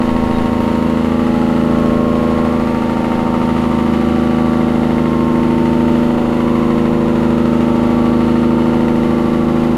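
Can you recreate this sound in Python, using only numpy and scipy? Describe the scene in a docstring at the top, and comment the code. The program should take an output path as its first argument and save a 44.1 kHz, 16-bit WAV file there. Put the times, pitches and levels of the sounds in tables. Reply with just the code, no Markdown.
"""A six-cylinder diesel drones at about 1600 rpm, heard on board a work vehicle in a road tunnel.
Uneven firings ring the exhaust pipe and knock on the block, which growls and clatters; its higher
tones swell and fade as the close walls slide by. Behind it are the tunnel's roar, a little wind on
the microphone and, in the first second, a faint squeak and a thin hiss."""
import sys
import numpy as np
from scipy import signal
from scipy.fft import rfft, irfft, next_fast_len
from scipy.io import wavfile
from scipy.ndimage import map_coordinates

SR = 44100
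rng = np.random.default_rng(int(sys.argv[2]) if len(sys.argv) > 2 else 0)


def wrap_up_sound(samples):
    """Save the sound to the file named by the first command line argument, as 16-bit audio."""
    columns = np.atleast_2d(samples).T
    # keep every value between -1 and 1, then stretch to whole-number steps
    tamed = np.clip(columns, -1, 1)
    steps = np.round(tamed * 32767).astype(np.int16)
    wavfile.write(sys.argv[1], SR, steps)


N = 430857
TIME = np.arange(N) / SR

# slowly sagging engine speed: (time [s], speed [rpm])
ENGINE_RPM = [(0.0, 1635.4), (0.8, 1631.0), (1.6, 1624.7), (2.4, 1620.3), (3.0, 1615.4), (4.0, 1610.6),
              (5.0, 1604.6), (6.0, 1600.2), (7.0, 1599.0), (8.0, 1598.0), (9.0, 1597.6), (9.77, 1598.0)]


def amp(db):
    """Decibels to gain."""
    return 10 ** (np.asarray(db) / 20)


def unit_rms(x):
    """Scales to rms 1."""
    return x / np.sqrt(np.mean(abs(x) ** 2) + 1e-20)


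def curves(rows):
    """Each column after the first as a curve over time."""
    times_s, *columns = np.transpose(rows)
    return [np.interp(TIME, times_s, column) for column in columns]


def hump(middle_s, length_s, flatness=2):
    """Smooth rise and fall of height 1; flatness 2 is a bell, more tends to a plateau."""
    return np.exp(-abs(2 * (TIME - middle_s) / length_s) ** flatness)


def drift(rate_hz, size=2048):
    """Slow complex random curve of rms 1, up to about rate_hz."""
    hz = np.fft.fftfreq(size, TIME[-1] / size)
    white = rng.standard_normal(size) + 1j * rng.standard_normal(size)
    slow = np.fft.ifft(np.exp(-(hz / rate_hz) ** 2) * white)
    return np.interp(TIME, np.linspace(0, TIME[-1], size), unit_rms(slow))


def coloured(x, spectrum, rings=()):
    """Shapes x by a spectrum with narrow rings on top; rms 1."""
    size = next_fast_len(N)
    hz = np.fft.rfftfreq(size, 1 / SR)
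    points_hz, points_db = np.transpose(spectrum)
    db = np.interp(np.log(hz + 1), np.log(points_hz + 1), points_db)
    db += sum(lift / (1 + (2 * (hz - centre) / width) ** 2) for centre, width, lift in rings)
    return unit_rms(irfft(rfft(x, size) * amp(db), size)[:N])


def noise(spectrum):
    """Noise of rms 1 with the given spectrum."""
    return coloured(rng.standard_normal(N), spectrum)


def tunnel_roar(knock, level_db=-30.5, wander_db=.8, throb=.14):
    """Tyres and engine blurred by the tunnel, throbbing a little with the knocks."""
    # (frequency [Hz], relative density [dB])
    spectrum = [(20, -59), (70, 0.5), (110, -9), (170, -0.5), (235, -3.5), (275, -15), (330, 1),
                (390, -4.5), (550, -3.5), (670, -10), (900, -7.5), (1330, -15), (1550, -22), (3000, -59)]
    gain = amp(level_db + wander_db * drift(3).real)
    return gain * unit_rms(noise(spectrum) * (1 + throb * knock))


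def wind(breeze_db=-40, lumps_db=5, gust_db=-25):
    """Low, lumpy buffeting on the microphone and one early gust."""
    # (frequency [Hz], relative density [dB])
    spectrum = [(4, 10), (12, 1), (28, 0), (50, -3), (100, -10), (300, -68)]
    breeze = amp(breeze_db + lumps_db * drift(1.5).real)
    gust = amp(gust_db) * hump(middle_s=.22, length_s=.55)
    return (breeze + gust) * noise(spectrum)


def hiss(level_db=-52):
    """One short, thin, very high hiss."""
    # (frequency [Hz], relative density [dB])
    spectrum = [(9000, -62), (11400, -17), (12000, 2), (13500, -4), (15600, -5)]
    return amp(level_db) * hump(middle_s=.635, length_s=.08) * noise(spectrum)


def body_squeak(level_db=-42, pitch_hz=3770):
    """Bodywork metal rubs in one short, wavering chirp."""
    tone = np.sqrt(2) * np.cos(2 * np.pi * pitch_hz * TIME + drift(30).real)
    return amp(level_db) * hump(middle_s=.355, length_s=.05) * tone


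def crank_turns(first_firing_turns=.115, wobble_turns=.0023):
    """Crankshaft turns since the first firing, slightly unsteady."""
    rpm, = curves(ENGINE_RPM)
    return np.cumsum(rpm) / 60 / SR - first_firing_turns + wobble_turns * drift(6).real


def knock_envelope(turns, rise_gaps=.05, decay_gaps=.46, cylinders=6):
    """Combustion knocks, three a turn, timed in firing gaps; rms 1."""
    # cylinders in firing order: (relative knock [dB])
    cylinder_db = [-14, 0, -4, -14, -6, -8]
    firings = turns * cylinders / 2 + cylinders
    number, age = firings.astype(int), firings % 1
    scatter_db = rng.standard_normal(1024)
    strength = amp(np.take(cylinder_db, number % cylinders) + scatter_db[number])
    return unit_rms(strength * (1 - np.exp(-age / rise_gaps)) * np.exp(-age / decay_gaps))


def cycle_rattle(turns, renew_s, size=3000):
    """Noise that repeats every engine cycle (two turns) and slowly renews as the echoes change."""
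    patterns = rng.standard_normal((128, size))
    place = turns / 2 % 1 * size
    stage, blend = np.divmod(TIME / renew_s, 1)
    old = map_coordinates(patterns, [stage, place], order=1, mode="grid-wrap")
    new = map_coordinates(patterns, [stage + 1, place], order=1, mode="grid-wrap")
    return unit_rms(old * np.cos(np.pi / 2 * blend) + new * np.sin(np.pi / 2 * blend))


def head_ping(turns, knock, level_db=-43, centre_hz=1987, width_hz=390):
    """The harder knocks briefly ring the cylinder head."""
    # (time [s], level offset [dB])
    offsets = [(0, -2), (2, 3), (6, -3), (8, -2)]
    offset_db, = curves(offsets)
    band = signal.butter(2, [centre_hz - width_hz / 2, centre_hz + width_hz / 2], "band", fs=SR)
    strikes = knock * cycle_rattle(turns, renew_s=.514)
    return amp(level_db + offset_db) * unit_rms(signal.lfilter(*band, strikes))


def clatter(turns, knock, level_db=-34, flicker_db=.72, fade_db=1.2, echo_s=.03, split_hz=6000):
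    """Bright mechanical bursts at each knock, their wall echoes and an even wash, slowly softening."""
    # (frequency [Hz], relative density [dB])
    spectrum = [(900, -24.5), (1400, -4), (1550, -8), (2000, -4.5), (2300, -11), (2950, -9), (3300, -14.5),
                (4300, -19), (5000, -23), (6000, -26.5), (8000, -29.5), (12200, -30.5), (13800, -41),
                (15300, -53)]
    # engine parts: (frequency [Hz], width [Hz], lift [dB])
    rings = [(3710, 130, 2.5), (4310, 99, 4.5), (6740, 150, 5), (7240, 130, 5), (9000, 550, 2)]
    pole = np.exp(-1 / (echo_s * SR))
    echo_power = signal.lfilter([1 - pole], [1, -pole], knock ** 2)
    envelope = unit_rms(np.sqrt(.5 + .13 * knock ** 2 + .19 * echo_power))  # wash, bursts, echoes
    rattle = cycle_rattle(turns, renew_s=.6) + rng.standard_normal(N)
    body = signal.sosfiltfilt(signal.butter(1, split_hz, fs=SR, output="sos"), rattle)
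    treble = rattle - body
    pulsed = body * envelope + treble * unit_rms(np.sqrt(envelope))  # treble pulses less
    gain = amp(level_db + flicker_db * drift(7.3).real + fade_db * (.5 - TIME / TIME[-1]))
    return gain * coloured(pulsed, spectrum, rings)


def block_growl(turns, knock, level_db=-26, throb=.34):
    """The block shudders alike in every cycle: a dense comb of tones, pulsing with the knocks."""
    # (frequency [Hz], relative density [dB])
    spectrum = [(120, -0.5), (235, 6), (330, 1.5), (400, -0.5), (500, 0), (660, -1.5), (800, -0.5),
                (900, -0.5), (1030, -7), (1230, -1), (1390, -0.5), (1540, -27.5), (2200, -39)]
    shudder = cycle_rattle(turns, renew_s=.4)
    return amp(level_db) * coloured(shudder * (1 + throb * knock), spectrum)


def block_tones(turns, trim_db=.46, rest_db=-41, lope=.22, twist_rad=.018, shimmer=.16):
    """The block's strongest tones wander faintly and swell as moving wall echoes reinforce them."""
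    # (order [per turn])
    orders = [28, 31, 34, 37, 40, 43]
    # (middle [s], length [s], order [per turn], level before trim [dB])
    swells = [(.4, 1.1, 28, -34.5), (0.448, 1.34, 34, -29.5), (.45, 1.3, 40, -33), (1.148, 0.37, 43, -34),
              (1.35, 0.95, 31, -32), (2.085, 1.05, 40, -29), (2.7, 0.89, 43, -34.5), (2.9, 1, 31, -37.5),
              (3.1, 1.14, 34, -27.5), (3.9, 2.25, 28, -32), (4.102, 1.8, 43, -33.5), (5.15, 0.74, 40, -30),
              (5.55, 1.55, 34, -30), (6.5, 1.2, 37, -33.5), (6.545, 0.43, 43, -33.5),
              (6.7, 0.85, 40, -32.5), (8.2, 2.75, 34, -32), (9.355, 0.6, 43, -33)]
    angle = 2 * np.pi * (turns - 1 / 3)
    # the loudest cylinder fires every second turn: it lifts the tones and twists the crankshaft
    loping = 1 + lope * np.cos(angle / 2 - np.pi / 4)
    angle += twist_rad * np.sin(angle / 2)
    tones = np.zeros(N)
    for order in orders:
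        gain = amp(rest_db) * drift(2.1)
        for middle_s, length_s, swell_order, swell_db in swells:
            if swell_order == order:
                gain += (amp(swell_db) - gain) * hump(middle_s, length_s, flatness=2.54)
        tones += (gain * (1 + shimmer * drift(3.7)) * np.exp(1j * order * angle)).real
    return np.sqrt(2) * amp(trim_db) * loping * tones


def pipe_phases(orders, crank_hz):
    """Phase [rad] of each tone as two strong puffs and a weak one per turn ring the exhaust pipe."""
    # (place [turns], relative size)
    puffs = [(-.011, 1.), (.343, 1.04), (.658, .37)]
    # (frequency [Hz], width [Hz], signed gain)
    resonances = [(209, 176, .37), (342, 18, -1.), (544, 131, -.29)]
    hz = orders * crank_hz
    drive = sum(size * np.exp(-2j * np.pi * orders * place) for place, size in puffs)
    response = sum(gain / (1 + 1j * (hz ** 2 - centre ** 2) / (hz * width))
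                   for centre, width, gain in resonances)
    return np.angle(drive * response)


def exhaust(turns, rasp_trim_db=-.5, rasp_swing=1.26):
    """Uneven puffs make each turn a chug of boom and rasp; wall echoes shake the tones, the boom least."""
    # (order [per turn], base level [dB])
    harmonics = [(1, -48), (2, -41.9), (3, -29.2), (4, -42.0), (5, -34.9), (6, -25.8), (7, -32.4),
                 (8, -21.3), (9, -16.3), (10, -46.7), (11, -29.2), (12, -25.6), (13, -25.4), (14, -41.1),
                 (15, -38.3), (16, -34.4), (17, -35.4), (18, -29.7), (19, -32.8), (20, -33.6), (21, -35.5),
                 (22, -31.3), (23, -42.3)]
    # (order [per turn]); all higher orders form the rasp
    boom_orders = [3, 6, 8, 9, 12, 13]
    # only the swing about the mean counts: (time [s], boom [dB], rasp before rasp_swing [dB])
    swings = [(0.1, -17, -24), (0.63, -17, -25), (1.92, -15, -21.5), (3.03, -18, -24.5), (3.93, -15, -26),
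              (5.23, -14.5, -24.5), (5.94, -13.5, -23), (6.26, -16.5, -23.5), (6.58, -14, -24),
              (7.06, -14.5, -23.5), (7.14, -14.5, -24.5), (8.59, -14.5, -23.5), (9.2, -14.5, -23.5),
              (9.6, -14.5, -24.5)]
    # tones on the flank of a pipe resonance follow the speed: (order [per turn], slope [dB/rpm])
    flanks = [(3, .08), (4, 0.41), (6, -0.01), (8, 0.1065), (11, .06), (13, -0.1841), (16, 0.11),
              (17, -.15), (19, 0.1374)]
    rpm, = curves(ENGINE_RPM)
    boom_db, rasp_db = (db - db.mean() for db in curves(swings))
    orders, levels_db = np.transpose(harmonics)
    phases = pipe_phases(orders, crank_hz=turns[-1] / TIME[-1])
    tones = np.zeros(N)
    for order, base_db, phase in zip(orders, levels_db, phases):
        if order in boom_orders:
            lift_db, flutter = boom_db, .11
        elif order > max(boom_orders):
            lift_db, flutter = rasp_trim_db + rasp_swing * rasp_db, .3
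        else:
            lift_db, flutter = 0, .31
        flank_db = dict(flanks).get(order, 0) * (rpm - rpm.mean())
        echoes = 1 + flutter * drift(1.2) + .05 * drift(7)
        gain = amp(base_db + lift_db + flank_db) * echoes
        tones += (gain * np.exp(1j * (2 * np.pi * order * turns + phase))).real
    return np.sqrt(2) * tones


def scene():
    """Mono mix on board; all engine layers follow one crankshaft."""
    turns = crank_turns()
    knock = knock_envelope(turns)
    engine = exhaust(turns) + block_tones(turns) + block_growl(turns, knock)
    engine += clatter(turns, knock) + head_ping(turns, knock)
    return (engine + tunnel_roar(knock) + wind() + hiss() + body_squeak())[None]


def record(dry, cutoff_hz=15700):
    """Steep low-pass band limit."""
    lowpass = signal.firwin(511, cutoff_hz, window=("kaiser", 9), fs=SR)
    return signal.oaconvolve(dry, lowpass[None], "same")


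dry = scene()
out = record(dry)
wrap_up_sound(out)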